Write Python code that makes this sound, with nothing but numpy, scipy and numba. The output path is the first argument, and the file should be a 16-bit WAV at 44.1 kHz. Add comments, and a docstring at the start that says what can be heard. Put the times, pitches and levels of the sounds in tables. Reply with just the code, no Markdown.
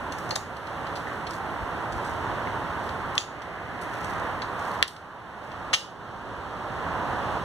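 """Outdoors, a few metres from a frame of lashed bamboo poles, a phone hears someone climb through it.
Lashings creak in stick-slip bursts, clothes swish past, hollow poles knock, ring and chatter, and
feet thud. The frame and the trees scatter each crack. Behind it all lies an even rush like distant
traffic, which the phone's gain control ducks after every loud knock."""
import sys
import numpy as np
from scipy import signal
from scipy.fft import rfft, irfft
from scipy.io import wavfile
from scipy.ndimage import uniform_filter1d
from numba import njit

SR = 44100
rng = np.random.default_rng(int(sys.argv[2]) if len(sys.argv) > 2 else 0)


def pcm_store(signal):
    """Save signal as 16-bit PCM."""
    levels = np.round(np.clip(np.atleast_2d(signal), -1, 1) * 32767)
    wavfile.write(sys.argv[1], SR, levels.astype(np.int16).T)


N = 328390
TIME = np.arange(N) / SR
FREQ = np.maximum(np.fft.rfftfreq(N, 1 / SR), 1)
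CROSSFEED_S, TOP_HZ = .00041, 15300

# stereo image of diffuse sound: frequency_hz, likeness (-1 to 1), left_minus_right_db
STEREO_FIELD = [(28, -0.29, -2), (60, 0.53, -0.5), (130, 0.79, -0.5), (350, 0.74, -4), (710, 0.97, -5),
                (1470, 0.99, -1), (2400, 0.91, -2.5), (3100, 0.78, -3), (4870, 1, 0), (8800, 0.76, -1.5),
                (10200, -0.2, -7), (15000, 0.52, -5.5)]
# tone curves of the background bed, each with: frequency_hz, level_db
RUSH_EQ = [(22, -19), (80, -6), (220, -7.5), (430, -5.5), (1000, -0.5), (1450, -4), (1780, -6.5),
           (2200, -13), (3200, -19.5), (4900, -31), (7200, -35.5), (10000, -45), (15000, -49.5)]
RUMBLE_EQ = [(22, -22), (45, -7), (82, 0.5), (110, 0.5), (148, -4), (170, 0), (198, -6), (290, -4.5),
             (500, -10.5), (1000, -15), (4000, -76)]
HISS_EQ = [(500, 8), (3000, 4), (6000, 0), (9000, 1.5), (15000, -6.5)]
# slow swell of the bed: time_s, level_db, upper_edge_db, relative_rumble_db, crest_hz, crest_db
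RUSH_SWELL = [(0, -33.5, 0, -6.5, 1050, 1.5), (.55, -33.5, -1.5, -10, 1000, -2),
              (1.5, -33.5, -.5, -8.5, 820, 2.5), (2.3, -30.5, -2, -8, 1040, 0.5),
              (3.1, -32, -1, -9, 1000, 2), (3.45, -30.5, 1.5, -10, 1000, 0.5),
              (3.9, -30.5, 1.5, -9, 1080, -0.5), (4.5, -33, -.5, -9.5, 1060, 4),
              (5.1, -31.5, -2.5, -10, 1200, 2), (5.5, -30.5, -1.5, -11.5, 1000, 0),
              (5.9, -27.5, -5.5, -9.5, 900, -0.5), (6.45, -27.8, -4.5, -9, 890, -1),
              (7, -28, -2, -7.5, 950, 4), (7.45, -28, -6, -8.5, 850, 0)]
# tone curves of a hard contact, the echoes, cloth and a footfall: frequency_hz, level_db
CRACK_EQ = [(100, -36), (500, -4), (1000, -1.5), (1800, 6), (2700, 6.5), (3600, -0.5), (4600, 2.5),
            (6300, -8), (7600, -12), (10000, -20), (15000, -30)]
ECHO_EQ = [(200, -17), (1000, -7), (1800, -4), (2300, -8), (3000, -2), (3500, -1.5), (4500, -3.5),
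           (5400, -1), (6600, 0), (8500, 1.5), (11000, 1), (15000, 2)]
CLOTH_EQ = [(500, -25), (2000, -25), (3500, 3), (6500, 0.5), (9000, -5), (15000, -13)]
THUD_EQ = [(25, -16), (55, 1), (90, -4), (150, -6), (400, -29), (1500, -60)]
# ring of the hollow poles: pitch_hz, level_db, t60_s
BAMBOO_MODES = [(1305, -15, .07), (2090, -5, .04), (2400, 1, .045), (2600, -4, .04), (2755, -3, .09),
                (2945, 0, .07), (3235, -8, .09), (3400, -10, .1), (3520, -5, .16), (3650, -12, .08),
                (3965, -11, .09), (4245, -18, .08), (5015, -10, .07), (5215, -11, .08), (5370, -11, .14),
                (5650, -19, .08), (6065, -17, .09), (6410, -9, .095), (6668, -7, .095), (7800, -20, .1),
                (8085, -18.5, .115), (9330, -23, .07)]
# short stick-slip bursts, mostly a lashing slipping; the row at 3.8135 s is a bright catch of cloth on a pole:
# start_s, level_db, length_s, tilt_db_per_octave, clack_hz
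LASHING_SLIPS = [(0.122, -18.5, 0.0058, 6, 6400), (0.184, -25, 0.0052, 14, 6200),
                 (.2915, -27, .005, 12, 6500), (0.307, -15.5, 0.0059, 6, 6550),
                 (0.356, -11, 0.007, 9.5, 5060), (.566, -27, 0.0053, 8, 4260), (.671, -27, 0.0048, 5, 4100),
                 (0.867, -22.5, 0.0079, -3, 3900), (0.9547, -19.5, 0.021, 5.5, 4170),
                 (1.268, -16.5, 0.0099, 0, 3760), (1.308, -22.5, .003, 8, 6040),
                 (1.333, -25, 0.012, 8, 7000), (1.922, -23.5, .012, 6, 7000), (2.043, -24, .04, 6, 8300),
                 (2.891, -22.5, 0.0047, 2, 3550), (3.153, -23, 0.0033, 9, 3050),
                 (3.419, -19.5, 0.0052, 3, 3380), (3.8135, -22.5, 0.015, 13, 9220),
                 (3.833, -29, 0.0037, 10, 10500), (4.045, -22, .003, 7, 8150),
                 (4.419, -13.5, 0.0069, -3.5, 4180), (4.877, -7.5, 0.006, 11, 8600),
                 (4.8804, -9, .003, 3, 3580), (4.964, -16, 0.0054, 2, 3550), (5.516, -20, 0.0091, -3, 3400),
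                 (5.732, 7.5, .02, 2.5, 3300)]
# clothes and shoes brush the poles: start_s, length_s, level_db
CLIMBER_MOVES = [(0.151, 0.2, -59), (0.298, .07, -56), (0.926, 0.28, -60), (1.286, 0.11, -57),
                 (1.898, 0.32, -58.5), (2.817, 0.11, -60), (3.8, 0.064, -57), (3.85, 0.36, -52),
                 (4.548, 0.27, -54.5), (5.41, 0.13, -58)]
# pole hits pole: start_s, level_db, tilt_db_per_octave, low_edge_hz, top_edge_hz,
# clack_hz, clack_boost_db, clack_width_octaves, relative_ring_db, echo_send_db
POLE_HITS = [(.3093, -16.5, 2, 2000, 7000, 4270, 20, .04, -40, -3),
             (0.3102, -20, -1, 1800, 7500, 4650, 18, .04, -40, -2),
             (0.3127, -17.5, -7, 500, 7000, 1110, 13, .1, -42, 4),
             (.326, -21, -21, 300, 4000, 880, 10, .12, -44, 5),
             (0.3585, -11.5, 7.5, 3200, 9000, 6500, 13, .1, -41, -9),
             (.3582, -15.5, 3, 3200, 9000, 3665, 20.5, 0.037, -42, -8),
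             (0.3622, -10, 8.5, 3500, 10000, 6900, 17, .1, -41, -9),
             (.3622, -15, 3, 3200, 9000, 3750, 15, 0.033, -42, -8),
             (0.3617, -13, -9.5, 500, 5000, 1140, 13, .09, -42, 2),
             (1.071, -22, -10.5, 400, 9000, 1900, 17, 0.22, -40, 6),
             (2.473, -16, -12.5, 400, 9000, 2080, 14, 0.21, -41, -2),
             (3.1795, -2, 0, 2200, 13000, 3380, 14, .15, -36, -4),
             (3.1806, -10, 1.5, 2000, 8000, 2570, 14, .07, -34, -4),
             (3.1815, -12, 4, 2500, 12000, 6750, 18, .1, -32, 5),
             (4.8269, 7, 1.5, 700, 5050, 3550, 7.5, 0.11, -48, -3),
             (4.8273, -14, 11, 8000, 12000, 9800, 6, .15, -45, -5),
             (4.8272, -9, -3, 700, 2400, 1750, 8, .12, -45, -5),
             (5.7314, -4.5, -0.5, 400, 12000, 1390, 6, 0.15, -23, 1),
             (5.7368, -1.5, -4, 500, 12000, 6600, 13, .05, -10.5, -5),
             (5.741, -2, -2, 500, 12000, 2320, 12, .07, -22, -2),
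             (5.7443, 1.5, 3.5, 1200, 12000, 3480, 7, .12, -21, 3)]
# the climber's weight lands: start_s, length_s, level_db
FOOTFALLS = [(1.592, 0.072, -38.5), (1.878, 0.14, -37)]
# neighbouring poles chatter after a hard blow: start_s, length_s, level_db
POLE_RATTLES = [(3.2, .05, -17), (5.747, 0.029, -10), (5.775, .085, -15)]


def undb(db):
    """Decibels to gain."""
    return 10 ** (np.asarray(db) / 20)


def along(points, hz, axis=1):
    """Read one column of a curve on a log-frequency axis."""
    table = np.array(points, float)
    return np.interp(np.log(hz), np.log(table[:, 0]), table[:, axis])


def fade(t, t60):
    """Exponential decay, 60 dB down after t60."""
    return np.exp(-np.log(1000) * t / max(t60, 1e-3))


def add(track, s, sound):
    """Mix a sound into a track at time s."""
    start = max(int(s * SR), 0)
    part = sound[..., :N - start]
    track[..., start:start + part.shape[-1]] += part


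def diffuse(eq):
    """Stereo noise of rms 1; the phone's cross-feed puts its treble in and out of phase by turns."""
    notches = np.abs(np.cos(np.pi * FREQ * CROSSFEED_S)) ** 3.46
    comb = np.where(FREQ * CROSSFEED_S < .5, 1, 1 - 2 * notches)
    likeness = np.clip(along(STEREO_FIELD, FREQ) * comb, -.99, .99)
    mid, side = rfft(rng.standard_normal((2, N)))
    signs = np.array([[1], [-1]])
    pair = mid * np.sqrt(1 + likeness) + signs * side * np.sqrt(1 - likeness)
    pan_db = signs * along(STEREO_FIELD, FREQ, axis=2) / 2
    noise = irfft(pair * undb(along(eq, FREQ) + pan_db), N)
    return noise / noise.std()


def wander(rate_hz):
    """Smooth random modulation with a spread of 1."""
    hold = int(SR / rate_hz)
    steps = np.repeat(rng.standard_normal(N // hold + 1), hold)
    smooth = uniform_filter1d(uniform_filter1d(steps, hold), hold)[:N]
    return smooth / smooth.std()


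@njit
def swept_bandpass(x, hz, width_hz):
    """State-variable band-pass with a moving centre and gain 1 there."""
    y, band_state, low_state = np.empty(len(x)), 0., 0.
    for i in range(len(x)):
        g, damping = np.tan(np.pi * hz[i] / SR), width_hz / hz[i]
        band = (band_state + g * (x[i] - low_state)) / (1 + g * (g + damping))
        band_state = 2 * band - band_state
        low_state += 2 * g * band
        y[i] = damping * band
    return y


def distant_rush(waver_db=.5, hiss_db=-59, edge_hz=2050, edge_octaves=.39, crest_width_hz=380.):
    """The bed: a far-off rush and rumble swell under thin hiss; the crest drifts, the edge dulls."""
    when, *controls = np.transpose(RUSH_SWELL)
    swell_db, edge_db, rumble_db, crest_hz, crest_db = (np.interp(TIME, when, c) for c in controls)
    body = diffuse(RUSH_EQ)
    edge_band = np.exp(-(np.log2(FREQ / edge_hz) / edge_octaves) ** 2)
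    edge = irfft(rfft(body) * edge_band, N)
    crest = np.array([swept_bandpass(channel, crest_hz, crest_width_hz) for channel in body])
    body = body + edge * (undb(edge_db) - 1) + crest * (undb(crest_db) - 1)
    body *= undb(swell_db + waver_db * wander(9))
    rumble = diffuse(RUMBLE_EQ) * undb(swell_db + rumble_db + wander(12))
    return body + rumble + undb(hiss_db) * diffuse(HISS_EQ)


def crack(tilt, clack_hz, clack_db, octaves=.15, low_hz=700, top_hz=14000, size=2048):
    """One hard contact, peak 1, tilted in dB per octave; the cane wall adds a brief pitched clack."""
    hz = np.maximum(np.fft.rfftfreq(size, 1 / SR), 1)
    db = along(CRACK_EQ, hz) + tilt * np.log2(np.maximum(hz, 500) / 3000)
    db += clack_db / (1 + (np.log2(hz / clack_hz) / octaves) ** 2)
    db -= 10 * np.log10((1 + (low_hz / hz) ** 6) * (1 + (hz / top_hz) ** 6))
    # minimum phase packs the energy into the attack
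    cepstrum = irfft(np.log(undb(db)))
    cepstrum[1:size // 2] *= 2
    cepstrum[size // 2 + 1:] = 0
    click = irfft(np.exp(rfft(cepstrum)))
    return click / np.abs(click).max()


def pole_ring(detune=.00047, uneven_db=3.5, grip_t60_s=1.0, size=12000):
    """The pole's modes, damped by its lashings; each contact drives them a little differently."""
    t, out = TIME[:size], 0
    for hz, db, t60 in BAMBOO_MODES:
        pitch, push, phase = rng.standard_normal(3)
        tone = np.sin(2 * np.pi * (hz * (1 + detune * pitch) * t + phase))
        out = out + undb(db + uneven_db * push) * fade(t, t60) * tone
    return out * fade(t, grip_t60_s)


def lashing_creaks(slips_hz=900, clack_db=6, ring_db=-35):
    """A lashing lets go in a short run of uneven stick-slip clicks, and the pole rings faintly."""
    out = np.zeros(N)
    for s, db, length, tilt, clack_hz in LASHING_SLIPS:
        count = 2 + int(length * slips_hz)
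        jitter, strength = rng.random((40, 2))[:count].T
        when = (np.arange(count) + jitter) / count
        sizes = (.24 + strength) * np.exp(-.6 * when)
        click = undb(db) * crack(tilt, clack_hz, clack_db) / np.linalg.norm(sizes)
        for part, size in zip(when, sizes):
            add(out, s + part * length, size * click)
        add(out, s, undb(db + ring_db) * pole_ring())
    return out


def echoes(send, near_db=-7, near_t60_s=.054, far_db=-.5, far_t60_s=.32, size=26000):
    """Quick reflections off the nearby poles, then a longer wash from trees and ground."""
    t = TIME[:size]
    near = fade(t, near_t60_s) * (1 - fade(t, .0094))
    far = fade(t, far_t60_s) * (1 - fade(t, .0033))
    envelope = np.hypot(undb(near_db) * near / np.linalg.norm(near),
                        undb(far_db) * far / np.linalg.norm(far))
    tail = diffuse(ECHO_EQ)[:, :size] * envelope
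    return signal.fftconvolve(send[None], tail, axes=1)[:, :N]


def cloth_brushes(grain_db=2.0, catch_db=5):
    """Cloth slides over the poles in short grainy swishes, catching on the fibres as it goes."""
    envelope = np.zeros(N)
    for s, length, db in CLIMBER_MOVES:
        add(envelope, s, undb(db) * signal.windows.tukey(int(length * SR) + 2, .6))
    catches = undb(catch_db * wander(700))
    catches /= np.sqrt(np.mean(catches ** 2))
    return diffuse(CLOTH_EQ) * envelope * undb(grain_db * wander(150)) * catches


def lashing_ticks(over_cloth_db=19, spread_db=4, count=6):
    """Each move loads the frame: lashings tick faintly at random, louder for a stronger move."""
    out = np.zeros(N)
    click = crack(tilt=12, clack_hz=6000, clack_db=3)
    for s, length, db in CLIMBER_MOVES:
        for when, strength in rng.random((count, 2)):
            tick_db = db + over_cloth_db + spread_db * (2 * strength - 1.5)
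            add(out, s + when * length, undb(tick_db) * click)
    return out


def pole_knocks():
    """Pole strikes pole: a sharp crack with a hollow ring. Returns the hits and their echo send."""
    out, send = np.zeros(N), np.zeros(N)
    for s, db, tilt, low_hz, top_hz, clack_hz, clack_db, octaves, ring_db, echo_db in POLE_HITS:
        blow = undb(db + ring_db) * pole_ring()
        add(blow, 0, undb(db) * crack(tilt, clack_hz, clack_db, octaves, low_hz, top_hz))
        add(out, s, blow)
        add(send, s, undb(echo_db) * blow)
    return out, send


def foot_thuds():
    """Each shift of weight onto a foot sends a short, low thud through the ground."""
    envelope = np.zeros(N)
    for s, length, db in FOOTFALLS:
        add(envelope, s, undb(db) * signal.windows.hann(int(length * SR) + 2))
    return diffuse(THUD_EQ) * envelope


def pole_rattles(centre_hz=3600, scatter_octaves=.3, uneven_db=3, fall_db=14, count=12):
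    """A hard blow shakes the neighbouring poles: they chatter, each at its own pitch, and settle."""
    out = np.zeros(N)
    for s, length, db in POLE_RATTLES:
        when = (np.arange(count) + rng.random(count)) / count
        for part, (pitch, push) in zip(when, rng.standard_normal((count, 2))):
            hz = centre_hz * 2 ** (scatter_octaves * pitch)
            click = crack(tilt=3, clack_hz=hz, clack_db=10, octaves=.052, low_hz=2400)
            add(out, s + part * length, undb(db - fall_db * part + uneven_db * push) * click)
    return out


def direct(x, cross=.83, leak=.15):
    """Sound straight from the frame: cross-feed gives the right side mostly a late, inverted copy."""
    late = np.roll(x, round(CROSSFEED_S * SR))
    return np.array([x, leak * x - cross * late])


def scene(creak_send_db=-2, tick_send_db=-6):
    """The mix: bamboo and its echoes up front, with cloth and feet, over the distant bed."""
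    knocks, knock_send = pole_knocks()
    creaks, rattles, ticks = lashing_creaks(), pole_rattles(), lashing_ticks()
    bamboo = direct(knocks + creaks + rattles + ticks)
    send = knock_send + undb(creak_send_db) * creaks + rattles + undb(tick_send_db) * ticks
    return bamboo + echoes(send) + cloth_brushes() + foot_thuds() + distant_rush()


def gain_control(x, threshold_db=-26, share=.78, attack_s=.019, recovery_db_per_s=10.0):
    """Loud peaks duck the whole mix quickly; the gain then climbs steadily back."""
    power = uniform_filter1d(np.mean(x ** 2, axis=0), size=180)
    level_db = 10 * np.log10(np.maximum(power, 1e-12))
    wanted_db = share * np.maximum(level_db - threshold_db, 0)
    release_db = recovery_db_per_s * TIME
    cut_db = np.maximum.accumulate(wanted_db + release_db) - release_db
    lag = np.exp(-1 / (attack_s * SR))
    return x * undb(-signal.lfilter([1 - lag], [1, -lag], cut_db))


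def record(dry):
    """The phone rides its gain, clips the sharpest crack and cuts the top."""
    clipped = np.clip(gain_control(dry), -.95, .95)
    lowpass = signal.ellip(10, .1, 90, TOP_HZ, fs=SR, output="sos")
    return signal.sosfilt(lowpass, clipped)


dry = scene()
out = record(dry)
pcm_store(out)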